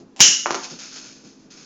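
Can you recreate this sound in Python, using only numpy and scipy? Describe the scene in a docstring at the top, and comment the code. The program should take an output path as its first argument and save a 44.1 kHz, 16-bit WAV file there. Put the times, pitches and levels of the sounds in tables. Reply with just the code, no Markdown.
"""A mouse trap goes off on a kitchen table, close enough to overload a small microphone.
Over low room hum the catch slips with small ticks; the bar slams onto the wooden base,
the recoil thumps the table and the spring rings. The trap flies up, lands and bounces.
A startled dog scuffles away across the floor, paws scraping and thudding."""
import sys
import numpy as np
from scipy import signal
from scipy.fft import rfft, irfft, next_fast_len
from scipy.io import wavfile

SR = 44100
rng = np.random.default_rng(int(sys.argv[2]) if len(sys.argv) > 2 else 0)


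def file_out(sig):
    """Save sig as 16-bit WAV at sys.argv[1]."""
    # one column per channel
    cols = np.atleast_2d(sig).T
    # limit, then scale
    lim = np.clip(cols, -1, 1)
    pcm = np.round(lim * 32767).astype(np.int16)
    wavfile.write(sys.argv[1], SR, pcm)


N = 72765
T = np.arange(N) / SR
ROOM_T60_S = 1


def amp(db):
    """Decibels to gain."""
    return 10 ** (np.asarray(db) / 20)


def rms_one(x):
    """Scale to rms 1."""
    return x / np.sqrt(np.mean(x ** 2) + 1e-20)


def colour(x, response):
    """Minimum-phase filter; response rows: f/Hz, gain/dB."""
    size = 2 * next_fast_len(N)
    hz, db = np.transpose(response)
    grid_hz = np.maximum(np.arange(size // 2 + 1) * SR / size, 1)
    gain = amp(np.interp(np.log(grid_hz), np.log(hz), db))
    cepstrum = irfft(np.log(gain))
    cepstrum[1:size // 2] *= 2  # fold onto the causal half
    cepstrum[size // 2 + 1:] = 0
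    return irfft(rfft(x, size) * np.exp(rfft(cepstrum)))[:N]


def noise(spectrum):
    """Coloured noise, rms 1."""
    return rms_one(colour(rng.standard_normal(N), spectrum))


def clicks(hits):
    """One impulse per hit (t/s, level/dB)."""
    out = np.zeros(N)
    for t_s, db in hits:
        out[int(t_s * SR)] += amp(db)
    return out


def ring(hits, modes):
    """Each hit (t/s, level/dB) rings every mode (f/Hz, level/dB, T60/s) with random sign."""
    out = np.zeros(N)
    for t_s, hit_db in hits:
        start = int(t_s * SR)
        age_s = T[:N - start]
        for hz, mode_db, t60_s in modes:
            gain = rng.choice([-1, 1]) * amp(hit_db + mode_db)
            decay = np.exp(-np.log(1000) * age_s / t60_s)
            out[start:] += gain * decay * np.sin(2 * np.pi * hz * age_s)
    return out


def envelope(t_s, attack_s, hold_s, t60_s):
    """Linear rise, hold, exponential release."""
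    rise = np.clip((T - t_s) / attack_s, 0, 1)
    released_s = np.maximum(T - t_s - attack_s - hold_s, 0)
    return rise * np.exp(-np.log(1000) * released_s / t60_s)


def reverb(x, wet_db, t60_s):
    """Direct sound plus a dense, uneven tail of dying reflections."""
    spacing_s, spread_db = 0.0012, 0.5
    strengths = amp(spread_db * rng.standard_normal(N))[(T / spacing_s).astype(int)]
    tail = rng.standard_normal(N) * strengths * envelope(0, attack_s=0.006, hold_s=0, t60_s=t60_s)
    return x + amp(wet_db) * signal.fftconvolve(x, tail / np.linalg.norm(tail))[:N]


def background():
    """Low room noise with a faint hum."""
    # room noise: f/Hz, relative level/dB
    spectrum = [(25, -11), (70, -19.5), (150, -2), (280, 1), (400, -1), (600, -12), (1200, -17.5),
                (2200, -27), (6500, -28), (8000, -35.5)]
    # hum tones: f/Hz, rms level/dB
    tones = [(156, -67.5), (210, -61), (263.8, -57), (314, -63)]
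    hum = sum(amp(db) * np.sqrt(2) * np.sin(2 * np.pi * (hz * T + rng.random())) for hz, db in tones)
    return amp(-53) * noise(spectrum) + hum


def footfalls():
    """Paws thud dully through the floor."""
    # soft steps: t/s, level/dB
    steps = [(-0.01, -45), (0.255, -39), (0.706, -41), (1.039, -50.5), (1.23, -48)]
    # floor thud: f/Hz, relative level/dB
    spectrum = [(40, -36), (100, -11.5), (190, 2), (350, -2), (450, -6.5), (600, -9.5), (900, -20),
                (1500, -30), (5000, -54.5)]
    level = sum(amp(db) * envelope(t_s, attack_s=0.013, hold_s=0.025, t60_s=0.17) for t_s, db in steps)
    return noise(spectrum) * level


def scuffle():
    """Paws slide on the floor: dense friction grains swell and die with each scrape."""
    # scrapes: t/s, level/dB, attack/s, hold/s, T60/s
    scrapes = [(-0.02, -50.5, 0.0084, 0.0079, 0.14), (0.621, -32, 0.02, 0.0083, 0.17),
               (0.692, -38, 0.0094, 0.025, 0.27), (0.785, -37, .005, 0.051, 0.75),
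               (0.911, -41, 0.016, 0.015, 1), (0.952, -35, 0.013, 0.0071, 0.25),
               (1.012, -43, 0.018, 0.059, .6), (1.234, -50, 0.016, .03, 0.51),
               (1.388, -60, .01, 0.036, 0.5), (1.503, -46.5, .002, 0.035, 0.44),
               (1.563, -46.5, 0.01, 0.06, .5)]
    # paw friction: f/Hz, relative level/dB
    spectrum = [(150, -38), (500, -10), (1100, -11), (1450, -1), (1700, -7), (1950, -8), (2200, -6.5),
                (2480, -0.5), (2950, -6.5), (3400, -4.5), (4100, -3.5), (4400, 1.5), (4700, -0.5),
                (5200, 4), (5750, -2), (6450, 5), (7600, -12.5)]
    grains_per_s = 2600
    grains = (rng.random(N) < grains_per_s / SR) * rng.choice([-1, 1], N)
    friction = rms_one(reverb(colour(grains, spectrum), wet_db=-5.5, t60_s=ROOM_T60_S))
    power = sum((amp(db) * envelope(t_s, *shape_s)) ** 2 for t_s, db, *shape_s in scrapes)
    return friction * np.sqrt(power)


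def catch():
    """Small ticks as the catch slides off the trigger."""
    # slips: t/s, relative level/dB
    slips = [(0.1628, -14), (0.1682, -37), (0.1795, -22.5), (0.1845, -18.5), (0.1935, -4), (0.1981, 5.5),
             (0.2000, -7.5)]
    # catch on trigger: f/Hz, gain/dB
    response = [(100, -40), (800, 5), (1500, -10), (2700, -2), (4500, -6), (6000, -3.5), (7800, -2)]
    ticks = amp(1.5) * colour(clicks(slips), response)
    return reverb(ticks, wet_db=4.5, t60_s=0.17)


def landing():
    """Each bounce knocks the wooden base, chinks the loose wire and rings the table top."""
    # bounces, relative levels: t/s, knock/dB, wire/dB, table/dB
    bounces = [(0.4588, 0, -13, -6), (0.4655, -6, -10, -12), (0.5067, -2, -1, 0), (0.5240, -17, -5, -12),
               (0.5447, -6, -2, 0), (0.5505, -10, -5, -6)]
    # wood on table: f/Hz, gain/dB
    wood_response = [(60, -59.5), (170, -30), (340, -8), (500, -1), (900, 4.5), (1350, 2), (1900, -5.5),
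                     (2300, -5), (3000, -15.5), (8000, -48)]
    # loose wire: f/Hz, gain/dB
    wire_response = [(100, -31), (1000, -26), (2400, -5), (3200, 0.5), (4000, 2), (5000, 4.5), (6600, 8),
                     (7800, -13.5)]
    # table top: f/Hz, level/dB, T60/s
    table_modes = [(163, -40.5, 0.32), (223.6, -45.5, 0.36), (271, -39.5, 0.45), (348, -27.5, 0.33),
                   (390.6, -29.5, 0.22), (558, -42, 0.31), (719, -37.5, 0.26), (862, -46.5, 0.088),
                   (1095, -32, .2)]
    wood_hits = [(t_s, db) for t_s, db, _, _ in bounces]
    wire_hits = [(t_s, db) for t_s, _, db, _ in bounces]
    table_hits = [(t_s, db) for t_s, _, _, db in bounces]
    knocks = amp(17.5) * colour(clicks(wood_hits), wood_response)
    knocks = reverb(knocks, wet_db=-3.5, t60_s=0.45)
    ticks = colour(clicks(wire_hits), wire_response)
    chinks = reverb(ticks, wet_db=-0.5, t60_s=0.038)  # the wire's own short ring
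    low_cut = signal.butter(4, 160, "high", fs=SR, output="sos")
    table = signal.sosfilt(low_cut, ring(table_hits, table_modes))
    return knocks + reverb(chinks, wet_db=-3.5, t60_s=ROOM_T60_S) + table


def snap():
    """The bar cracks and chatters on the base; the recoil thumps the table; the spring rings."""
    # bar strike and rebounds: t/s, relative level/dB
    strikes = [(0.2038, 2.5), (0.2075, -9.5), (0.2150, -25), (0.2215, -21), (0.2545, -27.5)]
    # bar on wooden base: f/Hz, gain/dB
    crack_response = [(40, -50.5), (100, -29.5), (170, -20), (300, -16), (900, -22), (1600, -10.5),
                      (2500, -7), (2930, 4.5), (3400, -6.5), (4700, -4), (5600, 5), (6800, 2.5),
                      (7800, -10.5)]
    # bar chatter: f/Hz, relative level/dB
    chatter_spectrum = [(100, -31), (800, -15), (2500, 2), (4500, -4), (5700, 7.5), (7000, -1),
                        (7800, -7.5)]
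    # recoil blows: t/s, relative level/dB
    recoils = [(0.2045, 2.5), (0.2105, -7)]
    # table under recoil: f/Hz, gain/dB
    thump_response = [(25, -16), (60, -25), (110, -4), (170, 7), (260, -1.5), (350, 1.5), (480, -23),
                      (880, 3.5), (1400, -21.5), (4000, -16.5)]
    # spring and wire: f/Hz, relative level/dB
    spring_modes = [(2861, -1), (2889, 1), (2927, -1), (2976, -1), (4999, -5), (5162, -2), (5251, -4),
                    (5343, -1), (5557, 0), (5639, -2), (5726, 0), (5755, -2), (5874, -1), (6077, -4),
                    (6231, -3), (6295, -1), (6470, -3), (6577, 0), (6735, 1), (6943, -2), (7116, -4)]
    spring_db, spring_t60_s = -20, 0.56
    crack = amp(24.5) * colour(clicks(strikes), crack_response)
    chatter_decay = envelope(strikes[0][0], attack_s=1 / SR, hold_s=0, t60_s=0.13)
    chatter = amp(-5) * noise(chatter_spectrum) * chatter_decay
    thump = amp(20.5) * colour(clicks(recoils), thump_response)
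    spring = ring(strikes[:1], [(hz, spring_db + db, spring_t60_s) for hz, db in spring_modes])
    return reverb(crack, wet_db=7, t60_s=0.45) + chatter + thump + spring


def scene():
    """Trap, dog and room at one microphone."""
    return (catch() + snap() + landing() + scuffle() + footfalls() + background())[None]


def record(dry):
    """Soft input overload, band limit, hard clip of the remaining peaks, final low-pass."""
    bandwidth_hz, cutoff_hz, full_scale = 7400, 16800, 0.87
    narrow = signal.sosfilt(signal.butter(30, bandwidth_hz, fs=SR, output="sos"), np.tanh(dry))
    clipped = np.clip(narrow, -full_scale, full_scale)
    return signal.sosfilt(signal.butter(16, cutoff_hz, fs=SR, output="sos"), clipped)


dry = scene()
out = record(dry)
file_out(out)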